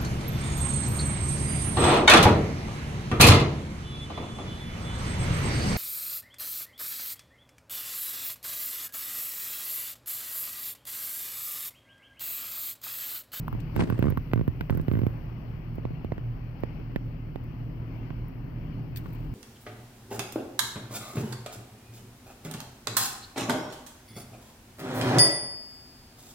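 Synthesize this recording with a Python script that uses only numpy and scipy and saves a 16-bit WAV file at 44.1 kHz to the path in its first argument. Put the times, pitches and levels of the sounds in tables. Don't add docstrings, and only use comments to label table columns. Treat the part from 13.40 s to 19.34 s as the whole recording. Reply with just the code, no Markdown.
import sys
import numpy as np
from scipy import signal
from scipy.fft import rfft, irfft, next_fast_len
from scipy.io import wavfile
from scipy.ndimage import uniform_filter1d, map_coordinates

SR = 44100
rng = np.random.default_rng(int(sys.argv[2]) if len(sys.argv) > 2 else 0)


def file_out(sig):
    cols = np.atleast_2d(sig).T
    lim = np.clip(cols, -1, 1)
    pcm = np.round(lim * 32767).astype(np.int16)
    wavfile.write(sys.argv[1], SR, pcm)


N = 261954


def amp(db):
    return 10 ** (np.asarray(db) / 20)


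def unit(x):
    return x / np.sqrt(np.mean(x ** 2) + 1e-20)


def along(points, hz):
    f, v = np.transpose(points)
    return np.interp(np.log(hz + 1), np.log(f + 1), v)


def curves(rows):
    times, *columns = np.transpose(rows)
    return [np.interp(np.arange(N) / SR, times, column) for column in columns]


def wobble(rate):
    knots = rng.standard_normal(int(N * rate / SR) + 4)
    return map_coordinates(knots, [np.arange(N) * rate / SR])


def filtered(x, response):
    size = next_fast_len(x.shape[-1] + 8192)
    spectrum = rfft(x, size) * response(np.fft.rfftfreq(size, 1 / SR))
    return irfft(spectrum, size)[..., :x.shape[-1]]


def sides(pan_db):
    return amp([pan_db / 2, -pan_db / 2])


# (frequency [Hz], left over right [dB])
WIND_BALANCE = [(60, 2), (150, -0.5), (380, 1.5), (950, 13.5), (2380, 12), (5980, 5), (15000, -3)]
# (frequency [Hz], correlation [-1 to 1])
WIND_LIKENESS = [(30, 0), (60, 1), (290, 1), (640, 0.57), (1400, 0)]


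def rush(spectrum, patchy_db):
    bins = signal.stft(rng.standard_normal((2, N + 512)), nperseg=512)[2]
    patches = uniform_filter1d(rng.standard_normal(bins.shape[1:]), size=5, axis=0)
    patches = uniform_filter1d(patches, size=10, axis=1)
    pair = signal.istft(bins * amp(patchy_db * unit(patches)), nperseg=512)[1][:, :N]

    def mid_side(hz):
        angle = np.arccos(np.clip(along(WIND_LIKENESS, hz), -1, 1)) / 2
        return amp(along(spectrum, hz)) * [np.cos(angle), np.sin(angle)]

    mid, side = filtered(pair, mid_side)
    ports = np.array([mid + side, mid - side])
    ports = filtered(ports, lambda hz: sides(along(WIND_BALANCE, hz)))
    return ports / np.std(ports.mean(axis=0))


# (time [s], strength [dB])
GUSTS = [(0, 2.5), (1.65, 2.5), (1.8, 0.5), (2.4, -1.5), (4.6, -0.5), (5.94, 0.5)]
# (frequency [Hz], relative level [dB])
RUMBLE_COLOUR = [(5, -6.5), (26, -3.5), (42, 0.5), (60, 6), (100, -3.5), (140, 7), (190, -2.5), (300, -5.5),
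                 (450, -22), (900, -60)]
HISS_COLOUR = [(200, -7.5), (400, -7.5), (600, -8), (1200, -14.5), (1700, -19.5), (2100, -16.5),
               (2950, -18), (3400, -28), (3800, -35.5), (4300, -26.5), (5600, -32), (7500, -54.5),
               (17000, -100)]
# (frequency [Hz], relative level [dB])
TREBLE_COLOUR = [(5000, -52.5), (8000, -27), (10500, -14), (12500, -3), (13800, 2.5), (14600, 5),
                 (15200, 1), (16500, -6.5)]
RUMBLE_DB, HISS_DB, TREBLE_DB = -40.5, -55, -75
HISS_GROWS, TREBLE_GROWS = 0.22, 1.2


def wind():
    strength_db, = curves(GUSTS)
    rumble_db = RUMBLE_DB + strength_db
    hiss_db = HISS_DB + HISS_GROWS * strength_db
    treble_db = TREBLE_DB + TREBLE_GROWS * strength_db
    lumps_db = .9 * wobble(9) + 1.1 * np.array([wobble(14), wobble(14)])
    rumble = amp(rumble_db + lumps_db) * rush(RUMBLE_COLOUR, patchy_db=1.25)
    hiss = amp(hiss_db + 1.2 * wobble(5.1)) * rush(HISS_COLOUR, patchy_db=1.35)
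    treble = amp(treble_db + .6 * wobble(16)) * rush(TREBLE_COLOUR, patchy_db=.8)
    return rumble + hiss + treble


# (shaft order, hum order, level before trim and wobble [dB])
MOTOR_LINES = [
    [1, 0, -44],
    [2, 0, -52],
    [3, 0, -43],
    [4, 0, -51],
    [0, 1, -41.5],
    [1, 1, -47],
]
# (frequency [Hz], level before trim and wobble [dB])
MOTOR_WHINE = [(262.3, -55.5)]
SHAFT_HZ, HUM_HZ = 38.24, 119.9
IN_STEP_S = 4.425
MOTOR_LAG_S = .0004


def motor():
    t = np.arange(N) / SR - IN_STEP_S - np.array([[MOTOR_LAG_S], [0]])
    lines = [(shaft * SHAFT_HZ + hum * HUM_HZ, db) for shaft, hum, db in MOTOR_LINES] + MOTOR_WHINE
    tone = 0
    for hz, db in lines:
        level = amp(db + 2.4 * wobble(7.7))
        start_cycles = rng.random() * (abs(hz - HUM_HZ) > 10)
        tone = tone + level * np.cos(2 * np.pi * (hz * t + start_cycles))
    return amp(-0.48) * np.sqrt(2) * tone * sides(-.7)[:, None]


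# (time of full strength [s], hold [s], fade [dB/s],
# dull level [dB], bright level [dB], treble level [dB])
RUBS = [(0.358, 0.03, 150.5, -34.5, -55, -77), (0.399, 0.0083, 402, -28.5, -48.5, -73),
        (0.432, .27, 403, -41, -64, -87), (1.309, 0.036, 155, -42.5, -64.5, -78.5),
        (1.499, 0.11, 61, -46, -76.5, -65), (5.582, 0.042, 19, -59, -66.5, -65)]
# (frequency [Hz], relative level [dB])
DULL_COLOUR = [(60, -28), (150, 3.5), (350, -0.5), (770, -16), (1800, -21), (3000, -35), (16000, -120)]
# (frequency [Hz], relative level [dB])
BRIGHT_COLOUR = [(600, -46.5), (1500, 0.5), (4500, 0.5), (6500, -6.5), (9000, -4.5), (11500, -21),
                 (17000, -39.5)]
RUB_RISE_DB_PER_S = 2500
DULL_BED_DB = -51.5


def rub():
    grit = amp(3.63 * wobble(160)) * rng.standard_normal((3, 2, N))
    t = np.arange(N) / SR
    gains = np.zeros((3, N))
    for s, hold, fade, *level_db in RUBS:
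        rise_db = RUB_RISE_DB_PER_S * (t - s)
        fade_db = fade * (s + hold - t)
        stroke = amp(np.minimum(0, np.minimum(rise_db, fade_db)))
        gains += amp(level_db)[:, None] * stroke
    gains[0] += amp(DULL_BED_DB)
    out = 0
    for gain, grains, colour in zip(gains, grit, (DULL_COLOUR, BRIGHT_COLOUR, TREBLE_COLOUR)):
        out = out + gain * unit(filtered(grains, lambda hz: amp(along(colour, hz))))
    return out


def crack(t, t60, spectrum):
    noise = filtered(rng.standard_normal((2, len(t))), lambda hz: amp(along(spectrum, hz)))
    return unit(noise) * amp(-60 * t / t60) * (1 - np.exp(-t / 0.00069))


# (end pitch [Hz],
# extra cycles of the glide, signed gain, jerk gain [dB], thud gain [dB])
CASE_BEND = [(103.6, 0.51, -1.33, 2, -4), (95.5, 0.89, 0.91, 13, 8.5)]


def bend(t, thud_db):
    end_hz, cycles, signed_gain, jerk_gain_db, thud_gain_db = np.transpose(CASE_BEND)[:, :, None]
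    pitch = 1 + 0.093 * rng.standard_normal((2, 1))
    quick = t * amp(-.25 * thud_db)
    glide = pitch * end_hz * t + cycles * (1 - np.exp(-pitch * quick / .0017))
    jerk = amp(jerk_gain_db - 60 * quick / 0.011)
    thud = amp(thud_gain_db + thud_db - 60 * t / 0.081)
    onset = (1 - np.exp(-quick / 0.001)) ** 2
    return signed_gain * (jerk + thud) * onset * np.sin(2 * np.pi * glide)


# (frequency before scatter [Hz], t60 at zero thud [s],
# left relative level [dB], right relative level [dB], level gained per thud [dB/dB])
CASE_MODES = [(567, 0.0049, -5.5, 6, -0.67), (1040, 0.0066, 6.5, 5.5, 0.58), (1406, 0.0075, 0, 2, 0.57),
              (1880, 0.0052, -2.5, 5, 0.03), (2620, 0.0051, -5.5, -10.5, 0.7),
              (4630, 0.0019, -12.5, -23.5, 0.73)]
RING_PER_THUD = 0.2
SNAP_LAG_S = 0.00017


def snap(t, thud_db, snap_db, bright_db):
    ring = 0
    for hz, t60, *side_db, per_thud in CASE_MODES:
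        pitch = hz * np.exp(.05 * rng.standard_normal())
        tilt_db = bright_db * np.log2(hz / CASE_MODES[1][0]) + per_thud * thud_db
        scatter_db = 1.6 * rng.standard_normal((2, 1))
        size = amp(snap_db + tilt_db + 7.5 + np.array(side_db)[:, None] + scatter_db)
        fade = amp(-60 * t / (t60 * amp(RING_PER_THUD * thud_db)))
        onset = 1 - np.exp(-t / 0.00023)
        ring = ring + size * fade * onset * np.sin(2 * np.pi * pitch * (t - [[SNAP_LAG_S], [0]]))
    flurry = rng.standard_normal((1, SR // 100)) ** 3 * amp(-60 * t[:SR // 100] / 0.02)
    flurry[:, 0] = 38
    flurry /= np.linalg.norm(flurry, axis=1, keepdims=True)
    return signal.fftconvolve(ring, flurry, axes=1)[:, :len(t)]


# (time [s], jerk level [dB], thud re jerk [dB],
# snap re jerk [dB], snap brightness [dB/octave], tick re jerk [dB])
SLIPS = [(0.079, -39.5, 9, 0, -10, 6), (0.126, -32, 6, -13, -4, -11.5), (0.148, -30.5, 4, -19, -1, -36),
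         (0.362, -25, 3.5, -9, -3, -2.5), (0.376, -30, 6, -23, 0, -35),
         (0.392, -22.5, 3, -14.5, -3.5, -32.5), (0.396, -31, 3, -10, -10, -35.5),
         (0.404, -26.5, -4.5, -5.5, 7.5, -35.5), (0.41, -28, 2, -11.5, 3, -28),
         (0.42, -20.5, -1, -17, -5, -36), (0.436, -35, 6, -25, -4, -27), (0.489, -30, 2, -18, -3, -35),
         (0.499, -24, 2.5, -9.5, -1, -3), (0.523, -23.5, 3, -18, -6, -44.5),
         (0.59, -18, -0.5, -21, 2, -12.5), (0.624, -16, -2.5, -12.5, -2.5, -17),
         (0.772, -27.5, 7.5, -12, -4, -5), (0.914, -37, -13, -8, 6.5, -30.5),
         (0.933, -15.5, -3.5, -10.5, 0.5, -17.5), (1.077, -17.5, 0.5, -21, 1, -19.5),
         (1.208, -23, -4.5, -8.5, 5, -14.5), (1.296, -21.5, -12, -8, 2, -25),
         (1.303, -24, 7, -16, -4, -7.5), (1.481, -17.5, -2, -19, 2, -20),
         (1.513, -19, -0.5, -23.5, 4, -27.5), (1.535, -22.5, 3, -20.5, -5, -25.5),
         (1.552, -24.5, 2.5, -17.5, -3.5, -22.5), (1.570, -26, 6, -17.5, -10, -28),
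         (1.589, -24, 3, -18, -0.5, -20.5), (1.615, -24.5, 3.5, -20, -1, -25.5),
         (1.632, -25.5, 8, -24.5, -2, -24.5), (1.665, -16, -3, -19.5, -2, -24),
         (2.381, -24.5, -5, -31, 7, -39), (2.451, -18.5, -10, -20.5, -2.5, -49.5),
         (2.504, -33, 3.5, -29, 0, -38), (2.645, -21.5, -6.5, -22.5, 1.5, -24.5),
         (2.719, -21.5, -6, -14, 0, -35), (2.779, -28.5, -3.5, -13, -0.5, -32.5),
         (3.234, -15.5, -13.5, -19.5, 2.5, -31.5), (3.559, -16.5, -10, -13.5, 5.5, -21.5),
         (3.957, -21.5, -15, -17, 4, -26), (4.703, -34.5, 4, -10, -4, -42.5),
         (5.657, -46, 7, -3.5, -6.5, -34)]


def slips():
    out, t = np.zeros((2, N + SR)), np.arange(SR // 8) / SR
    for s, jerk_db, thud_db, snap_db, bright_db, tick_db in SLIPS + judder():
        knock = bend(t, thud_db) + snap(t, thud_db, snap_db, bright_db)
        tick_gain = amp(tick_db + np.array([[-9], [3]]))
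        knock += tick_gain * crack(t, 0.0084, TREBLE_COLOUR)
        start = round((s + .0017) * SR)
        out[:, start:][:, :len(t)] += amp(jerk_db) * knock
    return out[:, :N]


# (time [s], level [dB], middle re treble [dB], t60 [s])
TICKS = [(0.202, -55.5, 2.5, 0.037), (1.413, -51, -3.5, 0.017), (1.526, -43.5, -17, 0.017),
         (2.353, -54.5, -13.5, 0.046), (3.205, -54.5, -18, 0.022), (4.039, -51, -13, 0.014),
         (4.882, -51, -26, 0.026), (5.56, -42, -0.5, 0.033), (5.570, -36, -9.5, 0.057),
         (5.729, -49, -16, 0.04), (5.748, -55, -11, 0.03)]
TICK_PAN_DB = -7


def ticks():
    out, t = np.zeros((2, N + SR)), np.arange(SR // 4) / SR
    for s, db, middle_db, t60 in TICKS:
        treble = crack(t, t60, TREBLE_COLOUR)
        middle = amp(middle_db) * crack(t, t60, BRIGHT_COLOUR) * sides(20.0)[:, None]
        out[:, round(s * SR):][:, :len(t)] += amp(db) * (treble + middle) * sides(TICK_PAN_DB)[:, None]
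    return out[:, :N]


# (first time [s], last time [s], rate [slips/s], jerk level before scatter [dB],
# snap re jerk before scatter [dB], tick re jerk before scatter [dB])
JUDDERS = [(0.64, 0.681, 75, -21, -19.5, -28.5), (0.7, 0.721, 48, -26, -18, -19.5),
           (0.957, 1.01, 55, -23, -19, -28.5), (1.324, 1.396, 43, -24.5, -20, -26.5)]
# (firmness [dB], snap [dB], tick [dB])
JUDDER_SCATTER = (1, 1, 11.5)
JUDDER_THUD_DB = 2.5
JUDDER_TILT_DB = -6


def judder():
    rows = []
    for first, last, rate, jerk_db, snap_db, tick_db in JUDDERS:
        times = np.linspace(first, last, round((last - first) * rate) + 1)
        scatter = rng.standard_normal((len(times), len(JUDDER_SCATTER))) * JUDDER_SCATTER
        for s, (firm, snap_shift, tick_shift) in zip(times, scatter):
            rows.append((s, jerk_db - firm, JUDDER_THUD_DB + firm, snap_db + firm + snap_shift,
                         JUDDER_TILT_DB, tick_db + tick_shift))
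    return rows


def scene():
    return wind() + motor() + rub() + slips() + ticks()


def record(dry):
    return filtered(dry, lambda hz: hz < 15900)


dry = scene()
out = record(dry)
file_out(out)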